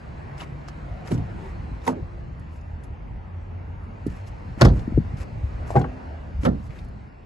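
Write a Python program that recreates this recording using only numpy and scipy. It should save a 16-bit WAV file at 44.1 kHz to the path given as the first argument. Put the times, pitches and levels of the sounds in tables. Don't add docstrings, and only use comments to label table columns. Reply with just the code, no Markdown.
import sys
import numpy as np
from scipy import signal
from scipy.fft import rfft, irfft, next_fast_len
from scipy.io import wavfile
from scipy.ndimage import uniform_filter1d

SR = 44100
rng = np.random.default_rng(int(sys.argv[2]) if len(sys.argv) > 2 else 0)


def int16_out(signal):
    q = np.round(np.clip(np.atleast_2d(signal).T, -1, 1) * 32767)
    wavfile.write(sys.argv[1], SR, q.astype(np.int16))


def convert_level_to_amplitude(level_db):
    exponent = np.asarray(level_db, float) / 20
    return 10 ** exponent


N = 319989


def evened(x):
    return x / np.sqrt(np.mean(x ** 2) + 1e-20)


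def read(points, hz):
    f, value = np.transpose(points)
    return np.interp(np.log(hz + 1), np.log(f + 1), value)


def add(mix, s, sound):
    part = mix[:, round(s * SR):][:, :sound.shape[1]]
    part += sound[:, :part.shape[1]]


def colour(x, gain):
    size = next_fast_len(x.shape[-1])
    return irfft(rfft(x, size) * gain(np.fft.rfftfreq(size, 1 / SR)), size)[..., :x.shape[-1]]


def panned(x, db):
    return np.array([x * convert_level_to_amplitude(db / 2), x * convert_level_to_amplitude(-db / 2)])


def ports(x, lead, tilt):
    def half(hz):
        return np.exp(.5j * np.interp(hz, *np.transpose(lead))) * convert_level_to_amplitude(read(tilt, hz) / 2)
    return np.array([colour(x, half), colour(x, lambda hz: 1 / half(hz))])


def ring(x, hz, t60):
    r = 10 ** (-3 / (max(t60, .004) * SR))
    w = 2 * np.pi * hz / SR
    return np.sin(w) * signal.lfilter([1], [1, -2 * r * np.cos(w), r * r], x)


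# frequency in Hz, left minus right in dB.
SLAM = [(4.611, -7.5, 2, -0.5, 0.33), (4.617, -4, -5, 2.5, 0.72), (4.624, -9, 1.5, -6.5, 1.6),
        (4.649, -4.5, -2.5, -2, 0.93), (4.689, -21, 1.5, -6, 1)]
SLAM_MODES = [(86, -9, 0.38), (160, -20, 0.24), (236, -14.5, 0.11), (361, -9, 0.11), (500, -18.5, 0.095),
              (655, -11, 0.072), (1096, -10.5, 0.039), (1430, -14, 0.065), (2010, -24, 0.042)]
SLAM_CLATTER = [(60, -22), (140, -8), (670, -20.5), (1450, -27), (2000, -24.5), (2500, -38.5), (4400, -38),
                (8000, -63)]
SLAM_KNOCKS = [(4.602, -30, 1400, .03), (4.607, -23, 900, .03), (4.613, -11, 577, 0.062),
               (4.615, -16, 1047, 0.052), (4.616, -32, 1430, 0.046), (4.619, -20, 3960, .012),
               (4.649, -18.5, 430, .07), (4.651, -24, 5300, 0.034), (4.654, -20, 684, 0.089),
               (4.667, -25, 1350, .05), (4.657, -35, 4360, .03), (4.662, -31, 3540, 0.033),
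               (4.673, -36, 3100, .03), (4.683, -42, 3420, 0.027), (4.694, -45, 4340, 0.018)]
FRONT_LEAD = [(0, 1), (300, -1), (1000, -0.96), (2500, -3), (4000, -6), (8000, -9)]
FRONT_TILT = [(60, 0), (500, -1.2), (2000, -0.34), (5000, 0.33)]


def front_door_slam():
    return door(SLAM, SLAM_MODES, SLAM_CLATTER, FRONT_LEAD, FRONT_TILT, SLAM_KNOCKS)


PULL = [(1.105, -20, 3.5, 1, 0.85), (1.116, -12, -9, 9, 0.29), (1.145, -30.5, 6.5, -7, 0.71),
        (1.176, -17, -6.5, -8, 0.6)]
PULL_MODES = [(60, -14, 0.13), (101, -4, 0.49), (130, -1.5, 0.43), (171, -11, 0.18), (200, -11, 0.22),
              (256, -22, 0.22), (343, -14, 0.13)]
PULL_CLATTER = [(29, -43), (50, -4), (125, 0.5), (246, -1.5), (465, -15.5), (575, -19), (8000, -86)]
HANDLE_KNOCKS = [(.399, -38, 1900, .02), (.4045, -34, 2950, .03), (.411, -37, 2700, .02),
                 (.412, -41, 5000, .02), (.417, -30, 950, .04), (.419, -37, 2600, .015),
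                 (.4335, -39, 2100, .015)]
PULL_KNOCKS = [(1.074, -41, 1900, .02), (1.0745, -38, 5200, .025), (1.117, -40, 3000, .015),
               (1.118, -22.5, 167, 0.054), (1.122, -16, 150, .06), (1.146, -16.5, 126, 0.083),
               (1.178, -20.5, 130, .06), (1.216, -25, 139, .05)]
STOP_LEAD = [(0, 0), (500, -1.5), (2760, -1), (7000, -4)]
STOP_TILT = [(60, 1), (850, -4.5), (3200, 4.5)]


def front_door_pull():
    return door(PULL, PULL_MODES, PULL_CLATTER, STOP_LEAD, STOP_TILT, HANDLE_KNOCKS + PULL_KNOCKS)


STOP = [(1.865, -31.5, 10, 3, 1.2), (1.877, -10, -7, 2, 0.89), (1.889, -17.5, -2.5, -4, 1.46)]
STOP_MODES = [(151, -12, 0.11), (191, -4, 0.23), (253, 1.5, 0.2), (349.6, -14, 0.88), (455, -3.5, 0.17),
              (579, -9, 0.13), (793, 0, 0.054), (937, 4.5, 0.092), (2000, 3.5, 0.013)]
STOP_CLATTER = [(47, -60), (80, -14), (226, -11), (679, -14), (942, -20), (1650, -34), (1920, -68),
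                (8000, -53)]
STOP_KNOCKS = [(1.869, -34, 340, 0.022), (1.88, -31, 1200, .04), (1.884, -33, 1500, 0.033),
               (1.925, -25, 240, 0.054), (1.93, -36, 1100, .04), (1.972, -27.5, 398, 0.078),
               (1.993, -29, 330, 0.027), (2.021, -25.5, 105, 0.1)]


def front_door_stop():
    return door(STOP, STOP_MODES, STOP_CLATTER, STOP_LEAD, STOP_TILT, STOP_KNOCKS)


REAR_PULL = [(5.754, -4, -6, -3, 0.92), (5.763, -16, 2, -6.5, 0.94), (5.812, -29, -6, 0, 0.8),
             (5.841, -26, -3.5, 4.5, 0.84)]
REAR_PULL_MODES = [(75, -8.5, 0.099), (127, 2.5, 0.22), (159.6, -3, 0.42), (253.5, -13.5, 1),
                   (374, 4, 0.125), (498, 3, 0.14), (646, 8.5, 0.048), (800, -3, 0.019),
                   (1122, -0.5, 0.074), (1580, -10.5, 0.13)]
REAR_PULL_CLATTER = [(35, -43), (60, -12), (241, -10.5), (465, -10), (570, -24), (808, 0), (895, -16.5),
                     (8000, -80)]
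REAR_PULL_KNOCKS = [(5.7043, -17.5, 710, 0.014), (5.714, -24.5, 650, .03), (5.725, -33, 820, 0.038),
                    (5.741, -29, 746, 0.023), (5.747, -21.5, 500, 0.022), (5.763, -28.5, 1880, .03),
                    (5.771, -26, 1520, .04), (5.786, -33, 1600, 0.044), (5.797, -34, 1410, .03),
                    (5.812, -26, 1090, 0.034), (5.841, -28, 1390, 0.025), (5.848, -27, 826, 0.04),
                    (5.854, -31, 1130, .03), (5.692, -36, 1105, 0.033), (5.774, -44, 2500, .02),
                    (5.812, -41, 2100, .03), (5.815, -41, 3320, .03), (5.844, -36, 2200, .02)]
REAR_LEAD = [(0, 0.15), (500, 1), (1800, 1.5), (7600, 1.4)]
REAR_TILT = [(60, -2.5), (850, 3.5), (3200, 3)]


def rear_door_pull():
    return door(REAR_PULL, REAR_PULL_MODES, REAR_PULL_CLATTER, REAR_LEAD, REAR_TILT, REAR_PULL_KNOCKS)


REAR_STOP = [(6.431, -32, 14, -5, 1), (6.451, -18, 3, 6, 0.46), (6.462, -11, 1.2, -0.9, 1)]
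REAR_STOP_MODES = [(145.4, -1, 0.31), (213, 0, 0.42), (239.8, 6.5, 0.19), (288, -11.5, 0.69),
                   (510, -1, 0.15), (668, -3, 0.12), (957, -4, 0.079)]
REAR_STOP_CLATTER = [(35, -54), (60, -8.5), (227, 1), (349, -8.5), (632, -12.5), (1350, -24.5),
                     (1590, -29.5), (8000, -69)]
REAR_STOP_KNOCKS = [(6.437, -36, 980, .03), (6.45, -23, 1330, 0.091), (6.457, -31, 3140, .02),
                    (6.458, -18, 900, .05), (6.463, -28, 1700, 0.028), (6.468, -33, 2200, .025),
                    (6.478, -30, 1350, .04), (6.49, -37, 1190, .04), (6.487, -17.5, 216, 0.21),
                    (6.452, -19, 560, .05), (6.462, -24.5, 518, .08), (6.474, -23, 590, 0.061),
                    (6.516, -34, 200, .08), (6.468, -17, 532, .08), (6.482, -23, 558, .07),
                    (6.495, -33, 513, .07)]
OPEN_LEAD = [(0, 0), (500, -2), (2900, -1.5), (7500, -2)]
OPEN_TILT = [(60, -4.5), (850, -2.5), (3200, -2)]


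def rear_door_stop():
    return door(REAR_STOP, REAR_STOP_MODES, REAR_STOP_CLATTER, OPEN_LEAD, OPEN_TILT, REAR_STOP_KNOCKS)


def door(blows, modes, clatter, lead, tilt, knocks):
    out = np.zeros((1, N))
    for s, db, *how in blows:
        add(out, s, convert_level_to_amplitude(db) * blow(modes, clatter, *how)[None])
    for s, db, hz, t60 in knocks:
        add(out, s, thump(db, hz, 0, t60)[:1])
    return ports(out[0], lead, tilt)


# frequency in Hz, t60 in seconds.
CLATTER_T60 = [(50, 0.75), (130, 0.28), (400, 0.26), (1000, 0.14), (2500, 0.067), (6000, 0.15),
               (11000, 0.061)]


def blow(modes, clatter, clatter_db, bright_db, ring_factor):
    t = np.arange(SR // 2 + SR // 4) / SR
    push_ms = 3.2 * ring_factor ** 2
    hz, db, t60 = np.transpose(modes)[:, :, None]
    detune, phase = rng.random((len(modes), 2)).T[:, :, None]
    build = 1 - np.exp(-t / (push_ms / 2500 + 0.34 / hz))
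    level = convert_level_to_amplitude(db + bright_db * np.log2(hz / 300) - 60 * t / (t60 * ring_factor))
    wave = np.sin(2 * np.pi * (hz * (.985 + 0.027 * detune) * t + phase))
    panel = (build * level * wave).sum(axis=0)

    def clatter_gain(f):
        return convert_level_to_amplitude(read(clatter, np.minimum(f, 7500)) + bright_db * np.log2((f + 20) / 300))
    noise = colour(rng.standard_normal(len(t)), clatter_gain)
    noise *= convert_level_to_amplitude(1.8 * evened(uniform_filter1d(rng.standard_normal(len(t)), size=130)))
    rattle = np.zeros(len(t))
    for hz, t60 in CLATTER_T60:
        share = [(f, float(f == hz)) for f, _ in CLATTER_T60]
        decay = convert_level_to_amplitude(-60 * t / (t60 * ring_factor + push_ms / 400))
        swell = (1 - np.exp(-t * hz / 1.9)) * decay
        rattle += colour(noise, lambda f: read(share, f)) * swell / np.sqrt(t60)
    sound = 0.062 * evened(panel) * np.sqrt(ring_factor)
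    sound = sound + convert_level_to_amplitude(clatter_db) * rattle / abs(rattle).max()
    return sound * np.clip((t[-1] - t) * 10, 0, 1)


# start in seconds, peak in dB, pitch in Hz, left minus right in dB, t60 in seconds.
BOOMS = [(4.620, -4.5, 130.3, -1, 0.16), (4.646, -4.5, 53.9, -1.5, 0.23), (4.645, -6.5, 129.7, -0.5, 0.29)]


def cabin_booms(mix):
    for s, *how in BOOMS:
        add(mix, s, thump(*how))


# start in seconds, peak in dB, pitch in Hz, left minus right in dB.
THUMPS = [(0.778, -31, 151, 0), (4.064, -14.5, 290, -5), (4.075, -23.5, 160, 4), (4.095, -30, 116, 4),
          (4.447, -34, 200, 1), (4.574, -26, 224, 0), (4.812, -26, 80.4, -1), (4.876, -16, 229, 3),
          (4.92, -20, 225, 3.5), (4.95, -13.5, 63.7, 3), (4.975, -8, 312, 6), (4.979, -7.5, 138.8, 2),
          (4.999, -16, 168, 7), (4.933, -15.5, 71, 5), (5.135, -21, 130, -2.5), (5.43, -15, 75, 2),
          (6.689, -26, 104, -6)]


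def body_thumps(mix):
    for s, db, hz, pan_db in THUMPS:
        add(mix, s, thump(db, hz, pan_db, 8.6 / hz))


def thump(db, hz, pan_db, t60):
    t = np.arange(SR // 4) / SR
    push = (t * hz) ** 2 * np.exp(-t * hz * 5.2) * np.cos(2 * np.pi * hz * t)
    sound = ring(push, hz, t60)
    sound = sound + 0.41 * ring(push, hz * 1.344, t60 * 1.45)
    sound = sound + .5 * ring(push, hz * 0.68, t60 * 0.18)
    return panned(convert_level_to_amplitude(db) * sound / abs(sound).max(), pan_db)


# start in seconds, peak in dB, pitch in Hz, left minus right in dB, t60 in seconds.
STRIKER = [(4.611, -11, 5350, -2, 0.018), (4.6177, -5.5, 4270, 4.5, 0.011), (4.6485, -18, 5110, 2, 0.047)]
CLACKS = [(.404, -35, 2970, -2, 0.08), (.417, -31, 945, -2, 0.046), (0.432, -37, 2300, -4, 0.035),
          (0.683, -29.5, 1290, -6, 0.023), (2.396, -47.5, 10700, -2, 0.026), (2.835, -42, 10550, 0, 0.075),
          (4.065, -37.5, 10000, 2, 0.05), (4.613, -39, 2940, 4, .03), (5.705, -35, 1480, 1, 0.03),
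          (5.76, -27.5, 1690, -3, 0.075)]
MORE_CONTACTS = [(0.678, -42, 6000, 2, .015), (2.61, -54, 6000, -3, .04), (3.835, -59, 10500, 0, 0.087),
                 (.398, -42, 2000, 1, .03), (.408, -34, 2900, 1, .02), (.425, -37, 2600, 1, .02),
                 (0.435, -46, 1500, 1, .02), (6.457, -28, 2300, -2, .04), (6.705, -40, 2420, -2, .03),
                 (6.845, -49, 10800, -2, .04), (6.884, -52, 10500, -2, .04), (1.85, -44, 7000, 4, .03),
                 (1.8635, -40, 5500, 4, .015), (1.868, -27, 10500, 2, .015), (1.8778, -26.5, 7170, -1, .025),
                 (1.8785, -29, 11000, 4, .02), (4.6172, -24, 11100, 2, .012), (6.4415, -41, 7000, -4, .015),
                 (1.122, -36, 7600, 2, .015), (1.142, -37, 7000, 2, .02)]
# start in seconds, peak in dB, pitch in Hz, left minus right in dB.
TICKS = [(.378, -45, 5200, 12), (0.683, -33.5, 5030, 3), (1.074, -39, 5270, 2), (1.8164, -49, 3660, 5),
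         (1.874, -36.5, 3710, 25), (4.067, -42, 4600, -1), (4.268, -49, 4720, 7), (4.683, -35.5, 3440, 4),
         (4.792, -40.5, 4340, -3), (5.17, -45.5, 5000, 4.5), (5.7045, -36.5, 7500, -3),
         (5.793, -35.5, 7150, -2), (5.813, -36.5, 4140, 2), (6.45, -32, 6060, -6), (6.451, -28, 3100, 3),
         (6.788, -42.5, 3700, -4)]


def hard_contacts(mix):
    for s, *how in STRIKER + CLACKS + MORE_CONTACTS:
        add(mix, s, tick(*how))
    for s, *how in TICKS:
        add(mix, s, tick(*how, t60=0.051))


def tick(db, hz, pan_db, t60):
    t = np.arange(SR // 8) / SR
    noise = rng.standard_normal((2, len(t)))
    noise = noise[0] + 1.55 * noise
    bright = 0.6 * (hz / 5000) ** 2 / (1 + (hz / 5000) ** 2)

    def crack_gain(f):
        return bright * f / (f + 1000) + 1 / (1 + ((f - hz * 0.97) / (hz * 0.5)) ** 2)
    crack = colour(noise, crack_gain)
    crack = crack * convert_level_to_amplitude(-60 * t / max(t60, .004)) * (1 - np.exp(-t / 0.0017))
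    sound = evened(crack) + 0.45 * evened(ring(noise * np.exp(-t / 0.0023), hz, t60 * .5))
    return convert_level_to_amplitude(db + np.array([[pan_db / 2], [-pan_db / 2]])) * sound / abs(sound).max()


# loudest at seconds, rise in seconds, fall in seconds, level in dB, brightness in dB.
SCUFFS = [(.415, 0.054, 0.048, -45.5, -6.5), (1.078, 0.041, 0.045, -48.5, -7),
          (1.125, 0.039, 0.052, -43, 4), (1.451, 0.13, 0.14, -59.5, -9), (1.847, 0.024, 0.066, -50.5, -4),
          (1.879, .02, .06, -40, 0), (2.55, 0.069, 0.075, -59.5, 14), (4.11, 0.041, 0.071, -56.5, -6),
          (4.17, 0.047, 0.065, -56, -8.5), (4.28, .025, .025, -49, 12), (4.61, .04, .008, -47, -10),
          (4.624, 0.0069, 0.054, -40.5, -12), (4.769, .06, 0.11, -54, -6.5), (5.211, 0.058, 0.046, -46, -3),
          (5.69, 0.043, 0.11, -49, 17), (5.771, 0.071, 0.056, -55, 0), (6.454, 0.058, 0.033, -43.5, 0),
          (6.675, 0.14, 0.024, -58.5, 3), (6.72, 0.034, 0.042, -63, -16), (6.77, 0.051, 0.1, -58, -11)]
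# frequency in Hz, level in dB per Hz.
SCUFF = [(350, -5.5), (900, -8), (1600, -8.5), (2800, -10), (3300, -17.5), (5000, -14.5), (8000, -15.5),
         (12000, -17)]


def scuff(s, rise_s, fall_s, db, bright_db):
    t = np.arange(-rise_s, fall_s, 1 / SR)
    noise = rng.standard_normal((SR // 2, 3)).T[:, :len(t)]
    slips = convert_level_to_amplitude(2.6 * evened(uniform_filter1d(noise[2], size=70)))
    hiss = evened(colour((noise[0] + noise[:2]) * slips, lambda f: convert_level_to_amplitude(read(SCUFF, f))))
    dull = colour(hiss, lambda f: 1 / (1 + (f / 2800) ** 4))
    hiss = dull * convert_level_to_amplitude(-bright_db) + hiss - dull
    stroke_db = -22.5 * np.maximum(-t / rise_s, t / fall_s) ** 1.9
    return s - rise_s, hiss * convert_level_to_amplitude(db + stroke_db) * signal.windows.tukey(len(t), .35)


# from seconds, to seconds, first Hz, last Hz, level in dB.
HINGE = [(1.342, 1.502, 930, 900, -53.5), (1.394, 1.5, 387, 388, -45.5)]
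DRONES = [(0, 1.447, 139.5, 141.5, -44), (0.903, 2.345, 343, 340.3, -55.5), (1.347, 2.056, 71, 71.7, -42.5),
          (2.105, 2.96, 73.5, 79.7, -40), (2.804, 4.663, 82, 99.94, -39), (5.796, 7.255, 74, 71.44, -40)]
# from seconds, to seconds, first Hz, last Hz, level in dB, width in Hz.
TYRES = [(5.4, 6.45, 780, 600, -53.5, 180), (2.5, 4.3, 750, 900, -59.5, 350),
         (.8, 1.34, 720, 720, -52.5, 110)]


def hinge_engines_and_tyres(mix):
    for row in HINGE + DRONES:
        add(mix, *drone(*row))
    for row in TYRES:
        add(mix, *drone(*row, steady=0))


def drone(start, end, from_hz, to_hz, db, width_hz=13.8, steady=0.56):
    t = np.arange(start, end, 1 / SR)
    r = np.exp(-np.pi * width_hz / SR)
    noise = rng.standard_normal((2 * SR, 2)).T[:, :len(t)]
    a, b = signal.lfilter([1], [1, -2 * r, r * r], noise)
    turns = np.cumsum(np.linspace(from_hz, to_hz, len(t))) / SR
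    tone = (evened(a) + 1j * evened(b) + steady) * np.exp(2j * np.pi * turns)
    return start, panned(evened(tone.real) * convert_level_to_amplitude(db) * signal.windows.tukey(len(t), .6), 0)


# time in seconds, level in dB.
TRAFFIC = [(0, 0), (.3, 1.5), (.6, 0.5), (1, 2), (1.4, 3.5), (1.8, .5), (2.2, -2.5), (2.6, -3.5),
           (3.3, -3.5), (4.1, -1), (4.55, 1), (5.1, 0.5), (5.4, 0.5), (5.7, 4), (6.1, 1.5), (6.4, -2.5),
           (6.75, -3.5), (7.26, -6)]
# frequency in Hz, level in dB per Hz.
RUMBLE = [(30, -30), (45, 7.5), (65, 0), (100, -2.5), (150, -10.5), (220, -19), (320, -31.5), (500, -71.5)]
ROAR = [(90, -30.5), (160, -8.5), (900, -11.5), (1200, -17), (1900, -20.5), (2750, -26.5), (3050, -32),
        (4500, -47.5)]
HISS = [(2900, -39), (3300, -15), (4300, 1.5), (5000, -5), (5800, -11.5), (7600, -12.5), (10500, -15.5),
        (12000, -38)]
# usual level in dB, and dB per dB of swell.
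LAYERS_DB = (-37, -45.5, -71)
FOLLOW = (0.18, 0.98, 0.22)
# frequency in Hz, correlation from -1 to 1.
SAME = [(60, 0.98), (150, 0.79), (350, 0.093), (850, -0.39), (2060, 0.14), (4990, 0.72), (12100, -0.57)]
# time in seconds, peak in dB.
ROCKING = [(1.0, -40), (4.78, -27), (5.4, -31.5), (6.4, -33.5)]
# from seconds, to seconds, hiss loss in dB, rumble loss in dB.
SHELTER = [(1.95, 2.6, 4, 0), (2.65, 3.95, 10, -0.5), (5.897, 6.343, 1, 7.5), (7.002, 7.6, 6, 5)]


def traffic():
    frames, hz = N // 512 + 5, np.fft.rfftfreq(2048, 1 / SR)
    a, b, c, d, patches = rng.standard_normal((frames, len(hz), 5)).T
    patches = uniform_filter1d(patches, size=14, axis=0)
    patches = evened(uniform_filter1d(patches, size=9, axis=1))
    same = np.clip(read(SAME, hz), -1, 1)[:, None]
    left = a + 1j * b
    right = same * left + np.sqrt(1 - same ** 2) * (c + 1j * d)
    z = np.array([left, right])
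    t = np.arange(N) / SR
    swell_db = np.interp(t, *np.transpose(TRAFFIC))
    rumble, roar, hiss = (convert_level_to_amplitude(db + share * swell_db) for db, share in zip(LAYERS_DB, FOLLOW))
    for s, db in ROCKING:
        rumble = rumble + convert_level_to_amplitude(db - np.maximum(76 * (s - t), 44 * (t - s)))
    lean_s = 0.33
    for start, end, hiss_db, rumble_db in SHELTER:
        shaded = np.clip(.5 + np.minimum(t - start, end - t) / lean_s, 0, 1)
        hiss = hiss / convert_level_to_amplitude(hiss_db * shaded)
        rumble = rumble / convert_level_to_amplitude(rumble_db * shaded)
    out = np.zeros((2, N))
    for shape, level, patchy_db in zip((RUMBLE, ROAR, HISS), (rumble, roar, hiss), (2.5, 1.5, 1.6)):
        spectrum = z * convert_level_to_amplitude(read(shape, hz)[:, None] + patchy_db * patches)
        layer = signal.istft(spectrum, nperseg=2048, noverlap=1536)[1]
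        out += evened(layer[:, :N]) * level
    return out


def scene():
    mix = front_door_slam() + front_door_pull() + front_door_stop()
    mix += rear_door_pull() + rear_door_stop()
    cabin_booms(mix)
    body_thumps(mix)
    hard_contacts(mix)
    for row in SCUFFS:
        add(mix, *scuff(*row))
    hinge_engines_and_tyres(mix)
    return mix + traffic()


# frequency in Hz, gain in dB.
TREBLE = [(0, .5), (8250, -2.5), (8500, -18), (9550, -13), (10000, -5), (11600, -4.5), (12000, -34),
          (12600, -79)]
SIDE_TREBLE = [(0, .5), (4200, -0.5), (4800, -7.5), (5500, 2.5), (7000, -12), (8300, -0.5), (9800, -3.5),
               (12400, -38)]


def port_treble(left, right):
    mid = colour((left + right) / 2, lambda f: convert_level_to_amplitude(np.interp(f, *np.transpose(TREBLE))))
    side = colour((left - right) / 2, lambda f: convert_level_to_amplitude(np.interp(f, *np.transpose(SIDE_TREBLE))))
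    return np.array([mid, side])


# frequency in Hz, level in dB per bin.
AUDIBLE = [(2900, -125), (3300, -102), (5900, -102), (7600, -103), (8350, -95), (9800, -95), (10100, -107),
           (12000, -108)]
SIDE_AUDIBLE = [(2300, -115), (3300, -96), (4700, -97), (5500, -103), (7000, -96), (8000, -111),
                (10100, -112), (10500, -97)]


def emptied(x):
    hz, _, z = signal.stft(x, SR, nperseg=1024)
    audible = np.array([read(AUDIBLE, hz), read(SIDE_AUDIBLE, hz)])[:, :, None]
    power = uniform_filter1d(uniform_filter1d(abs(z) ** 2, size=6, axis=1), size=4, axis=2)
    keep = np.clip((np.log10(abs(power) + 1e-20) * 10 - audible) / 2, .03, 1)
    narrow = uniform_filter1d(uniform_filter1d(abs(z[0]) ** 2, size=3, axis=0), size=5, axis=1)
    around = uniform_filter1d(narrow, size=15, axis=0)
    quiet = uniform_filter1d(around, size=5, axis=1) < 2.5 * np.median(around, axis=1, keepdims=True)
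    hole = (narrow < around * convert_level_to_amplitude(2 * -3.6)) & quiet & (hz[:, None] > 1000)
    keep[0] *= np.where(hole, .1, 1)
    return signal.istft(z * keep, SR, nperseg=1024)[1][:, :N]


def band_limit(x):
    return signal.sosfilt(signal.butter(12, 12690, fs=SR, output="sos"), x)


def record(dry):
    mic = signal.sosfilt(signal.butter(4, 38.0, "high", fs=SR, output="sos"), dry)
    left, right = 1.05 * mic / (1 + (mic / .88) ** 4) ** .25
    mid, side = emptied(port_treble(left, right))
    return band_limit(np.array([mid + side, mid - side]))


dry = scene()
out = record(dry)
int16_out(out)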